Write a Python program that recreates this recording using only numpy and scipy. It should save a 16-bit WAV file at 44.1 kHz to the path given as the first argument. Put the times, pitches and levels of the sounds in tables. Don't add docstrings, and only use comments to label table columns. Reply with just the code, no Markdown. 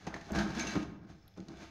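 import sys
import numpy as np
from scipy import signal
from scipy.io import wavfile

SR = 44100
rng = np.random.default_rng(int(sys.argv[2]) if len(sys.argv) > 2 else 0)


def generate_wav(signal):
    frames = np.transpose(np.atleast_2d(signal))
    scaled = np.clip(frames, -1, 1) * 32767
    pcm = np.round(scaled).astype(np.int16)
    wavfile.write(sys.argv[1], SR, pcm)


N = 74970
TIME = np.arange(N) / SR


def amp(db):
    return 10 ** (np.asarray(db) / 20)


def unit_energy(x):
    return x / np.sqrt(np.sum(x ** 2) + 1e-20)


def curve_at(points, hz):
    point_hz, value = np.transpose(points)
    return np.interp(np.log(hz + 1), np.log(point_hz + 1), value)


def add(mix, start_s, sound):
    part = mix[max(round(start_s * SR), 0):][:len(sound)]
    part += sound[:len(part)]


def colour(x, spectrum, modes=(), size=16384):
    hz = abs(np.fft.fftfreq(size, 1 / SR))
    power = 1 + sum(amp(db) ** 2 / (1 + (2 * (hz - f) / width) ** 2) for f, width, db in modes)
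    log_gain = np.log(amp(curve_at(spectrum, hz)) * np.sqrt(power))
    transfer = np.exp(np.conj(signal.hilbert(log_gain)))
    response = np.fft.ifft(transfer).real[:size // 2]
    return signal.fftconvolve(x, unit_energy(response))[:N]


def ring(t, hz, width_hz):
    return t * np.exp(-np.pi * width_hz * t) * np.sin(2 * np.pi * hz * t)


def slips(per_s, spread_db):
    size = amp(spread_db * np.minimum(rng.exponential(1, N), 4.5))
    direction = rng.choice([-1, 1], N)
    slipping = rng.random(N) < per_s / SR
    return np.sqrt(N) * unit_energy(size * direction * slipping)


# frequency in Hz, relative density in dB.
BACKGROUND_SPECTRUM = [(20, 17), (45, -11), (65, 10), (100, 25.5), (200, -19), (500, 2), (1500, -22.5),
                       (4000, -35.5), (5400, -11), (6800, -70.5), (8000, -54), (15500, -25.5)]
def background(level_db=-64):
    return amp(level_db) * colour(rng.standard_normal(N), BACKGROUND_SPECTRUM)


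# frequency in Hz, reverberation time in seconds.
ROOM_T60 = [(60, 1.77), (200, 0.62), (450, 0.64), (900, 0.77), (2000, 0.64), (5000, 0.49), (14000, 0.42)]
def room(x, onset_s=0.0052):
    hz, t, bands = signal.stft(rng.standard_normal(SR), SR, nperseg=256)
    decay = amp(-60 * t / curve_at(ROOM_T60, hz)[:, None])
    tail = signal.istft(bands * decay, SR, nperseg=256)[1]
    tail *= np.clip(np.arange(len(tail)) / SR / onset_s - .5, 0, 1)
    return signal.fftconvolve(x, unit_energy(tail))[:N]


# start in seconds, relative level in dB, lower and upper mode in Hz,
# level of the upper against the lower in dB, width of both in Hz.
BLADE_TICKS = [(.3197, -26, 6160, 12700, -11.5, 1900), (1.279, -39.5, 3670, 11280, -0.5, 910),
               (1.339, -48, 3450, 5240, -1, 500)]
def blade_ticks(scratch_t60_s=0.018):
    out, t = np.zeros(N), TIME[:SR // 8]
    for start, db, low_hz, high_hz, high_db, width in BLADE_TICKS:
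        scratch = rng.standard_normal(len(t)) * amp(-60 * t / scratch_t60_s)
        low = unit_energy(signal.fftconvolve(scratch, ring(t, low_hz, width)))
        high = unit_energy(signal.fftconvolve(scratch, ring(t, high_hz, width)))
        add(out, start, amp(db) * (low + amp(high_db) * high))
    return out


# start and length in seconds, pitch in Hz, relative level in dB.
FRICTION_TONES = [(.345, 0.1, 1607, -41), (.385, .12, 916, -45.5), (0.389, 0.13, 1258, -48.5),
                  (.594, 0.049, 2295, -42), (.595, 0.048, 6340, -42), (.596, 0.065, 4105, -55),
                  (0.662, 0.072, 2706, -47), (.669, 0.039, 6280, -46), (0.692, .06, 4044, -48),
                  (1.181, 0.32, 5270, -77)]
def friction_tones(relative_width=0.033, swell_skew=0.43):
    out = np.zeros(N)
    for start, length, hz, db in FRICTION_TONES:
        t = TIME[TIME < length]
        mode = ring(TIME[:SR // 10], hz, relative_width * hz)
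        tone = signal.fftconvolve(rng.standard_normal(SR // 2), mode, "valid")[:len(t)]
        swell = np.sin(np.pi * (t / length) ** swell_skew)
        add(out, start, amp(db) * np.sqrt(len(t)) * unit_energy(tone) * swell)
    return out


# frequency in Hz, width in Hz, height over the plain board in dB.
BOX_MODES = [(207.5, 6.3, 0.5), (321.5, 20, -1), (323.7, 7.7, 12.5), (596, 5.3, -24), (678.4, 7.6, 5.5),
             (791, 4, 10), (898, 7.6, 5), (1084, 35, 2), (1242.5, 12.4, 5), (1531, 15, 0.5),
             (1615, 14, 1.5), (2288, 56, 5), (2663, 23, 0.5), (3516, 82, 3), (4070, 106, 2.5),
             (5230, 19, -3), (6320, 143, 4)]
def box_response(force, spectrum, ring_db=0):
    return colour(force, spectrum, [(hz, width, db + ring_db) for hz, width, db in BOX_MODES])


# time in seconds, relative level in dB.
SINGING_DRIVE = [(0.329, -55), (.365, -47.5), (.43, -54.5), (.47, -55), (.54, -58), (0.599, -39.5),
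                 (.64, -51), (.69, -44.5), (0.731, -44.5), (.77, -76)]
# frequency in Hz, relative density in dB.
SINGING_SPECTRUM = [(250, -42), (600, -8.5), (900, -0.5), (1600, 9), (2400, -6.5), (4100, -14), (5400, -15),
                    (7000, -23), (9000, -48)]
def singing_panels(level_db=-2):
    times, db = np.transpose(SINGING_DRIVE)
    dragging = (TIME > times[0]) * (TIME < times[-1])
    drive = slips(per_s=2500, spread_db=0.5) * amp(np.interp(TIME, times, db)) * dragging
    return amp(level_db) * box_response(drive, SINGING_SPECTRUM, ring_db=14)


# time in seconds, slips per second, relative level in dB.
CHATTER = [(.325, 192.6, -52), (.355, 199, -30), (0.397, 202, -27), (0.416, 206, -31), (0.439, 208, -48),
           (0.483, 208, -43), (.535, 213, -59), (.576, 233, -30), (0.603, 260, -37.5), (0.652, 206, -41.5),
           (0.691, 212, -56.5), (0.743, 204, -38)]
# frequency in Hz, relative density in dB.
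CHATTER_SPECTRUM = [(60, -36), (140, -15), (200, 6.5), (270, 1), (330, 6), (420, -13.5), (620, -10.5),
                    (820, -13.5), (1250, -23.5), (1600, -5), (2400, -47.5), (6000, -39), (15000, -65)]
def chatter(level_db=-2, jitter_cycles=0.039, spread_db=3.2):
    times, rate, db = np.transpose(CHATTER)
    dragging = (TIME > times[0]) * (TIME < times[-1])
    cycles = np.cumsum(np.interp(TIME, times, rate) * dragging) / SR
    force = np.zeros(N)
    for k, (late, size) in enumerate(rng.standard_normal((int(cycles[-1]) - 1, 2))):
        at = np.interp(k + 1 + jitter_cycles * late, cycles, TIME)
        period_samples = SR / np.interp(at, times, rate)
        push = amp(np.interp(at, times, db) + spread_db * size) * np.sqrt(period_samples)
        add(force, at, np.array([push]))
    return amp(level_db) * box_response(force, CHATTER_SPECTRUM)


# start in seconds, relative levels of body and snap
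# in dB, time to fall 60 dB in seconds, pitch of the struck panel in Hz.
TAPS = [(.0685, -29.5, -34, 0.09, 920), (0.0711, -22.5, -68, 0.054, 770),
        (.1412, -26.5, -35.5, 0.034, 1730), (.161, -42, -55, 0.026, 1090), (.2109, -74, -42.5, 0.045, 1800),
        (.267, -69, -50, 0.018, 1800), (.307, -29.5, -46, 0.033, 670), (.3511, -31, -29.5, 0.13, 644),
        (0.3591, -25.5, -31, 0.023, 1580), (.3875, -30.5, -24, 0.18, 1600), (.5048, -40, -38, 0.06, 910),
        (.5501, -29, -34.5, 0.084, 1600), (.596, -26.5, -25, 0.045, 2480), (.6705, -35, -28, 0.08, 2300),
        (.756, -25, -38, 0.056, 1500), (.764, -21, -44, 0.055, 370), (.829, -48, -41.5, 0.045, 750),
        (1.376, -38, -48.5, 0.049, 554), (1.4032, -60, -49, 0.0091, 1845), (1.4847, -46, -43, .035, 980),
        (1.505, -51, -54, .012, 1100), (1.518, -44.5, -54, 0.01, 1010), (1.5723, -60, -48.5, 0.0076, 1800)]
# frequency in Hz, relative density in dB.
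TAP_SPECTRUM = [(50, -3), (200, 9), (450, 4), (750, 1.5), (1100, -1.5), (1500, -7), (2300, 0),
                (3500, -12.5), (8000, -55.5)]
PAPER_SPECTRUM = [(900, -33), (1600, 6), (2300, 6.5), (3200, 1.5), (4100, 2.5), (5000, 2), (6500, -1),
                  (7000, -5), (7700, -14.5), (11500, -22.5), (15500, -32)]
def taps(level_db=15, crack_share=0.16, panel_relative_width=0.15, panel_db=14.5):
    body, snap, t = np.zeros(N), np.zeros(N), TIME[:SR // 8]
    for start, body_db, snap_db, t60, hz in TAPS:
        crumble = unit_energy(rng.standard_normal(len(t)) * amp(-60 * t / t60))
        burst = np.sqrt(1 - crack_share) * crumble
        burst[0] += np.sqrt(crack_share)
        modes = BOX_MODES + [(hz, hz * panel_relative_width, panel_db)]
        add(body, start, -amp(body_db) * colour(burst, TAP_SPECTRUM, modes, size=8192))
        add(snap, start, -amp(snap_db) * burst)
    return amp(level_db) * (body + box_response(snap, PAPER_SPECTRUM))


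# start in seconds, relative level in dB, contact time in seconds.
BUMPS = [(0.073, -24, 0.0042), (.316, -34.5, 0.0014), (0.349, -36, 0.0024), (0.491, -17.5, 0.014),
         (.756, -14.5, 0.0028), (0.764, -12, 0.0027), (.7745, -12, 0.0015), (0.826, -28.5, 0.0016),
         (0.861, -32, 0.021), (1.001, -46, 0.012), (1.1, -28, 0.0083), (1.381, -28.5, 0.0011),
         (1.396, -29, 0.0025), (1.407, -32, 0.0026), (1.488, -34, 0.00067)]
# frequency in Hz, relative density in dB.
THUD_SPECTRUM = [(25, -35.5), (65, -6.5), (100, -7.5), (150, 2), (185, 3), (250, -1.5), (340, -1),
                 (450, -14), (900, -13), (3000, -38.5)]
def bumps(level_db=-2):
    force, t = np.zeros(N), TIME[:SR // 20]
    for start, db, contact_s in BUMPS:
        progress = 5 * t / contact_s
        add(force, start, amp(db + level_db) * unit_energy(progress * np.exp(-progress)))
    return box_response(force, THUD_SPECTRUM)


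# time in seconds, then relative levels of boom, rasp and hiss in dB.
HAND_RUB = [(0, -64, -64.5, -60.5), (.05, -55, -56, -59.5), (.12, -48.5, -51, -64.5),
            (.165, -42, -47.5, -53), (.21, -66, -75, -63.5), (.27, -76, -80, -55)]
SLIDE = [(0.272, -47, -58.5, -59), (0.299, -66, -47.5, -55), (.314, -33.5, -47.5, -68),
         (0.332, -40.5, -44.5, -53), (0.356, -30, -36.5, -44.5), (0.409, -35.5, -41, -46.5),
         (0.469, -43, -48, -53.5), (.5, -40.5, -48.5, -52), (0.538, -46.5, -50, -52.5),
         (.59, -43.5, -53.5, -41.5), (0.601, -59, -46.5, -40.5), (.652, -40, -44.5, -47.5),
         (.678, -40, -47.5, -46), (0.716, -54.5, -52, -43.5), (0.751, -32.5, -43, -47)]
SETTLE = [(.75, -29.5, -44, -46), (.79, -45, -47.5, -53), (0.829, -47, -51.5, -55.5),
          (0.881, -52, -67.5, -87), (.96, -57, -91, -103), (1.051, -52, -59, -69.5)]
REGRIP = [(1.062, -60.5, -72, -76), (1.1, -58, -55.5, -61.5), (1.149, -59, -73.5, -70.5),
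          (1.201, -80, -81, -73.5), (1.261, -72, -68, -72.5), (1.362, -100, -96, -73)]
BLADE_RUB = [(1.368, -54.5, -57, -64), (1.41, -52.5, -65.5, -70.5), (1.47, -58, -73, -69.5),
             (1.493, -46, -58, -67.5), (1.58, -54, -60.5, -59.5), (1.631, -48.5, -52, -53.5),
             (1.654, -63, -56.5, -57), (1.7, -90, -81, -63)]
def stroke_envelope(column, fade_s=0.0079):
    power = np.zeros(N)
    for stroke in (HAND_RUB, SLIDE, SETTLE, REGRIP, BLADE_RUB):
        times, db = np.transpose(stroke)[[0, column]]
        inside_s = np.minimum(TIME - times[0], times[-1] - TIME)
        fade = np.clip(.5 + inside_s / (2 * fade_s), 0, 1)
        power += amp(np.interp(TIME, times, db)) ** 2 * fade
    return np.sqrt(power)


# frequency in Hz, relative density in dB.
BOOM_SPECTRUM = [(30, -27.5), (65, -2), (100, -14), (150, -3), (200, 0.5), (260, -6), (330, -8), (430, -11),
                 (600, -31), (1500, -66)]
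RASP_SPECTRUM = [(200, -33.5), (450, -0.5), (700, 3.5), (1050, -5), (1350, -2), (1600, -1.5), (1950, -11),
                 (2400, -20.5), (3300, -18), (8000, -69)]
def rubbing(hiss_db=-1):
    boom = box_response(slips(per_s=900, spread_db=2.24) * stroke_envelope(column=1), BOOM_SPECTRUM)
    rasp = box_response(slips(per_s=2500, spread_db=3.4) * stroke_envelope(column=2), RASP_SPECTRUM)
    hiss = box_response(slips(per_s=4500, spread_db=1.34) * stroke_envelope(column=3), PAPER_SPECTRUM)
    return boom + rasp + amp(hiss_db) * hiss


def scene(direct_db=-2, room_db=-10, blade_send_db=-6):
    box = rubbing() + chatter() + singing_panels() + friction_tones() + taps() + bumps()
    blade = blade_ticks()
    direct = amp(direct_db) * (box + blade)
    reverberant = amp(room_db) * room(box + amp(blade_send_db) * blade)
    return (background() + reverberant + direct)[None]


def record(dry, cutoff_hz=15800):
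    lowpass = signal.firwin(511, cutoff_hz, window=("kaiser", 9), fs=SR)
    return signal.oaconvolve(dry, lowpass[None], "same")


dry = scene()
out = record(dry)
generate_wav(out)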